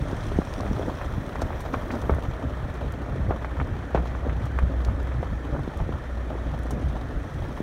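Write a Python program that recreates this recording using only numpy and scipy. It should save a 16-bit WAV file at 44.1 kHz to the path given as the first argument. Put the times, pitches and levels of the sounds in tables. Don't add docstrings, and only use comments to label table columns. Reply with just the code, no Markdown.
import sys
import numpy as np
from scipy import signal
from scipy.fft import rfft, irfft, next_fast_len
from scipy.io import wavfile
from scipy.ndimage import uniform_filter1d, map_coordinates

SR = 44100
rng = np.random.default_rng(int(sys.argv[2]) if len(sys.argv) > 2 else 0)


def generate_wav(sig):
    pcm = np.round(np.clip(np.atleast_2d(sig).T, -1, 1) * 32767).astype(np.int16)
    wavfile.write(sys.argv[1], SR, pcm)


N = 336042


def amp(db):
    return 10 ** (np.asarray(db) / 20)


def unit(x):
    return x / np.sqrt(np.mean(x ** 2) + 1e-20)


def curves(rows):
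    seconds, *columns = np.transpose(rows)
    t = np.arange(N) / SR
    return [np.interp(t, seconds, column) for column in columns]


def wobble(rate):
    knots = rng.standard_normal(4096)
    return map_coordinates(knots, [np.arange(N) * rate / SR], mode="wrap")


def swell(t, length):
    return np.cos(np.pi / 2 * np.clip(t / length, -1, 1)) ** 2


def shaped(x, spectrum):
    size = next_fast_len(len(x) + 8192)
    hz, db = np.transpose(spectrum)
    bins_hz = np.fft.rfftfreq(size, 1 / SR)
    gain = amp(np.interp(np.log(bins_hz + 1), np.log(hz), db))
    return irfft(rfft(x, size) * gain, size)[:len(x)]


def noise(spectrum, size=N):
    return unit(shaped(rng.standard_normal(size), spectrum))


def grains(spectrum, rate, spread_db, t60):
    strikes = rng.random(N) < rate / SR
    energy = strikes * amp(spread_db * np.clip(rng.standard_normal(N), -2, 2)) ** 2
    fade = amp(-60 / (t60 * SR)) ** 2
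    envelope = np.sqrt(signal.lfilter([1], [1, -fade], energy))
    return unit(shaped(envelope * rng.standard_normal(N), spectrum))


def patchy(x, depth_db):
    z = signal.stft(x, nperseg=512)[2]
    field = rng.standard_normal(z.shape)
    field = uniform_filter1d(field, size=4, axis=0)
    field = uniform_filter1d(field, size=3, axis=1)
    flickering = signal.istft(z * amp(depth_db * unit(field)), nperseg=512)[1]
    return unit(flickering[:len(x)])


def push(t, hz, rise, sag):
    age = hz * t / rise
    envelope = (age * np.exp(1 - age)) ** 2
    return envelope * np.sin(2 * np.pi * np.log1p(sag * hz * t) / sag)


def add(track, s, sound):
    start = max(round(s * SR), 0)
    room = track[start:start + len(sound)]
    room += sound[:len(room)]


# time in seconds, firing rate in Hz.
FIRING_RATE = [(0, 56.8), (1.2, 59.1), (2.7, 60.2), (3.2, 61.1), (4.1, 61.3), (4.6, 62.5), (5, 61.3),
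               (6.6, 59.1), (7.62, 59.8)]
# time in seconds, nominal boom at resonance in dB.
LOAD_CURVE = [(0, -50), (1.2, -41.5), (3.8, -39), (4.1, -32.5), (5.4, -34), (5.9, -41), (6.3, -32.5),
              (7, -33.5), (7.62, -48)]
CABIN_HZ, CABIN_WIDTH_HZ = 62.5, 5.5


def engine():
    hz, = curves(FIRING_RATE)
    load_db, = curves(LOAD_CURVE)
    resonance = 1 / np.hypot(1, 2 * (hz - CABIN_HZ) / CABIN_WIDTH_HZ)
    phase = 2 * np.pi * np.cumsum(hz) / SR + 0.54 * wobble(9)
    throb_db = 2.9 * wobble(9)
    return resonance * amp(load_db + 2.5 + throb_db) * unit(np.sin(phase))


# time in seconds, air hiss in dB, fine fizz in dB.
AIRSTREAM_LEVELS = [(0, -53, -69), (.5, -53, -67), (1.4, -59, -66.5), (2, -57.5, -63.5), (2.3, -62.5, -71),
                    (3.2, -65, -77), (6.35, -62, -76), (7.1, -60.5, -73.5), (7.62, -58, -68)]
# peak time in seconds, rise and fall time (each) in seconds,
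# nominal peak level in dB.
GUST_EVENTS = [(0.118, 0.12, -34), (0.602, 0.056, -33), (0.661, .04, -33), (0.798, 0.1, -32),
               (.89, 0.054, -32), (1.47, 0.096, -36), (1.72, 0.09, -38), (1.94, .08, -30),
               (2.024, .06, -33.5), (2.458, .1, -37.5), (3.083, 0.15, -40), (3.314, 0.047, -28.5),
               (3.616, 0.13, -36.5), (3.974, .06, -33), (4.269, 0.084, -32.5), (4.93, 0.069, -37.5),
               (5.57, 0.068, -33.5), (6.324, 0.053, -34.5), (6.76, 0.15, -38.5)]
# start in seconds, nominal level in dB, nominal pitch in Hz.
PUFF_EVENTS = [(0.129, -19, 294), (0.317, -22, 517), (0.387, -8.5, 323), (0.658, -20.5, 383),
               (0.711, -15, 195), (.795, -17, 480), (0.8813, -16.5, 380), (1.178, -19.5, 126),
               (4.266, -23, 453), (5.676, -19.5, 367), (5.891, -19, 440), (6.731, -20, 227),
               (6.778, -21, 255), (7.603, -16.5, 282)]
# frequency in Hz, relative level in dB.
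LUMP_SPECTRUM = [(60, -23), (130, -9), (270, 3.5), (430, -8), (600, -5), (900, -24), (1400, -29),
                 (2500, -49), (6000, -64)]
FLUTTER_SPECTRUM = [(200, -10.5), (420, -1.5), (620, 3), (950, -4.5), (1400, -6), (2500, -38), (6000, -55)]
HISS_SPECTRUM = [(1500, -0.5), (3300, 4), (4400, -1), (5800, 1), (7000, -6.5), (9000, -4), (12000, -23),
                 (16000, -39)]
FIZZ_SPECTRUM = [(4000, -7), (8000, -6), (11000, 0.5), (16000, 0)]
BUFFET_DB, BUFFET_SWAY_DB = -40, 1.5


def wind():
    hiss_db, fizz_db = curves(AIRSTREAM_LEVELS)
    t = np.arange(N) / SR
    power = amp(BUFFET_DB + BUFFET_SWAY_DB * wobble(10)) ** 2
    for s, length, db in GUST_EVENTS:
        power = power + (amp(db) * swell(t - s, length)) ** 2
    buffet_db = 10 * np.log10(power)
    fast_lumps = amp(3.1 * wobble(90)) * noise(LUMP_SPECTRUM)
    lumps = amp(buffet_db - 2.0) * patchy(fast_lumps, depth_db=2.5)
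    flutter_db = -43.0 + 2.07 * (buffet_db + 34.5)
    flutter = amp(flutter_db) * grains(FLUTTER_SPECTRUM, rate=200, spread_db=6.0, t60=0.025)
    steady_hiss = amp(0.5) * noise(HISS_SPECTRUM)
    sputter = amp(-0.5) * grains(HISS_SPECTRUM, rate=140, spread_db=5.5, t60=0.033)
    hiss = amp(hiss_db) * patchy(steady_hiss + sputter, depth_db=2.5)
    fizz = amp(fizz_db + 0.6 * wobble(20)) * noise(FIZZ_SPECTRUM)
    air = lumps + flutter + hiss + fizz
    puff_t = np.arange(SR // 10) / SR
    for s, db, hz in PUFF_EVENTS:
        add(air, s, amp(db) * push(puff_t, hz * 2.72, rise=1.92, sag=1.0))
    return air


# start in seconds, nominal level in dB, pitch in Hz, 60 dB decay in seconds.
GRIT_STRIKES = [(0.538, -25.5, 4600, 0.01), (.607, -28, 4570, 0.0092), (1.355, -44, 5600, .04),
                (1.4168, -31.5, 5900, 0.045), (1.605, -39.5, 8900, 0.061), (1.736, -42.5, 5480, .05),
                (1.914, -43, 5000, 0.17), (1.951, -43, 5000, .06), (2.016, -40, 6040, 0.028),
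                (2.1476, -43, 10000, 0.018), (2.234, -47, 11000, .02), (2.7403, -45, 5970, 0.031),
                (2.922, -40, 9050, 0.016), (3.447, -45, 4500, .03), (3.947, -39.5, 4000, 0.069),
                (4.071, -42.5, 3880, 0.089), (4.455, -43.5, 6900, 0.045), (4.588, -44, 8000, .03),
                (4.8487, -30, 4900, 0.023), (5.029, -46, 7500, .025), (5.773, -43.5, 8010, 0.029),
                (6.5904, -37, 8380, 0.0076), (6.6323, -47, 9000, .04), (6.7074, -36, 8500, 0.059)]


def ticks():
    track, t = np.zeros(N), np.arange(SR // 8) / SR
    for s, db, hz, t60 in GRIT_STRIKES:
        spectrum = [(hz / 4, -28), (hz / 4.8, -8), (hz, 0), (hz * 1.57, -9), (hz * 3, -26)]
        splash = noise(spectrum, size=len(t))
        onset = 1 - np.exp(-t / 0.0002)
        add(track, s, amp(db - 4.0 - 60 * t / t60) * onset * splash)
    return track


# start in seconds, nominal level in dB, nominal pitch in Hz,
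# nominal rattle in dB relative to that level.
STONE_KNOCKS = [(0.4173, -19.5, 880, -13), (0.664, -26, 1360, -10), (1.0135, -21, 1150, -16),
                (1.356, -18, 950, -13), (1.4188, -16, 680, -10), (1.505, -20.5, 810, -18),
                (1.531, -25, 1245, -24), (1.7385, -18, 680, -1), (1.905, -21, 1220, -8),
                (2.0945, -10, 480, -6), (2.138, -21.5, 1130, -28), (2.184, -19.5, 680, -18),
                (3.3072, -11.5, 640, -11.5), (3.329, -33, 851, -23), (3.4462, -17, 1200, -15),
                (3.6, -17, 1110, -11), (3.614, -21, 985, -16), (3.9468, -8.5, 407, -4),
                (3.954, -14.5, 875, -10.5), (3.975, -17, 1000, -12), (4.151, -21, 1060, -22),
                (4.296, -22.5, 1400, -10.5), (4.588, -13, 1220, -17), (4.885, -21.5, 889, -14.5),
                (5.116, -27, 1106, -7), (5.2275, -18.5, 484, -7), (5.801, -24, 780, -8)]
# frequency in Hz, gain in dB.
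FLOOR_TRANSMISSION = [(2500, -0.5), (3100, -4), (5000, -14), (12000, -16)]


def knocks():
    track, t = np.zeros(N), np.arange(SR // 6) / SR
    for s, db, hz, rattle_db in STONE_KNOCKS:
        crack = amp(-20) * push(t, 2050, rise=0.58, sag=0.43)
        kick = amp(-2.5) * push(t, hz * 1.49, rise=1.0, sag=0.36)
        thud = amp(-11.0) * push(t, hz * 0.5, rise=1.0, sag=0.19)
        spectrum = [(hz / 5, -18), (hz / 2, -5), (hz, 0), (hz * 2, -6), (hz * 5, -27), (hz * 16, -50)]
        rattle = noise(spectrum, size=len(t))
        rattle *= amp(rattle_db + 0.5 - 60 * t / 0.05)
        rattle *= 1 - np.exp(-t / 0.0014)
        add(track, s, amp(db) * (kick + crack + thud + rattle))
    return shaped(track, FLOOR_TRANSMISSION)


# peak time in seconds, nominal peak rumble in dB.
RUT_JOLTS = [(.02, -26.5), (.375, -28.5), (.71, -28), (1.17, -36), (1.4, -32), (1.94, -31), (2.13, -23),
             (2.3, -27), (2.46, -26.5), (2.65, -31), (3.14, -29), (3.29, -27), (3.6, -23.5), (3.73, -27),
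             (4, -25.5), (4.13, -28), (4.29, -28.5), (4.64, -22.5), (4.89, -22.5), (5.2, -26),
             (5.33, -29.5), (5.54, -31), (5.82, -24), (5.94, -30), (6.54, -26.5), (6.73, -27), (6.85, -27),
             (7.16, -26), (7.43, -29)]
# frequency in Hz, relative level in dB.
RUMBLE_SPECTRUM = [(15, -49), (25, -25), (33, 1), (45, -2.5), (70, 1.5), (100, -2), (140, -5), (200, -15),
                   (400, -30), (1000, -71)]
TYRE_SPECTRUM = [(150, -0.5), (400, 2.5), (620, 4.5), (1000, -2.5), (1300, 0), (1620, -3), (1800, -0.5),
                 (2150, -9.5), (3600, -18), (5000, -25.5), (9000, -31), (16000, -45)]
STONE_SPECTRUM = [(120, -21), (300, -0.5), (650, -2), (1200, -4), (1900, -24), (3000, -18), (6000, -33),
                  (16000, -45)]
RUMBLE_DB, RUMBLE_SWAY_DB = -34, 2
RUT_RISE_S, RUT_FALL_S = 0.03, 0.039
CRUNCH_DB, CRUNCH_DB_PER_S = -40, -0.27


def road():
    t = np.arange(N) / SR
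    power = amp(RUMBLE_DB + RUMBLE_SWAY_DB * wobble(8)) ** 2
    for s, db in RUT_JOLTS:
        rise = swell(np.minimum(t - s, 0), RUT_RISE_S)
        fall = np.exp(-np.maximum(t - s, 0) / RUT_FALL_S)
        power = power + (amp(db) * rise * fall) ** 2
    rumble = np.sqrt(power) * amp(2.1 * wobble(45)) * noise(RUMBLE_SPECTRUM)
    roar = amp(-1.0) * noise(TYRE_SPECTRUM)
    stones = amp(-4.5) * grains(STONE_SPECTRUM, rate=110, spread_db=6.0, t60=0.047)
    crunch = amp(CRUNCH_DB + CRUNCH_DB_PER_S * t) * patchy(roar + stones, depth_db=1.5)
    return rumble + crunch


def scene():
    return (engine() + wind() + ticks() + knocks() + road())[None]


# frequency in Hz, gain in dB.
PORT_RESPONSE = [(2400, 1), (2880, -3.5), (3150, 2), (4200, -0.5), (4900, -4), (5800, 1.5), (7200, -1.5),
                 (8000, -4.5), (8700, -1.5), (9900, -1.5), (10450, -3.5), (10850, -1.5), (11400, 0)]
TOP_HZ = 15820


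def record(dry):
    size = next_fast_len(N + 8192)
    heard = shaped(dry[0], PORT_RESPONSE)
    passed = np.fft.rfftfreq(size, 1 / SR) < TOP_HZ
    return irfft(rfft(heard, size) * passed, size)[None, :N]


dry = scene()
out = record(dry)
generate_wav(out)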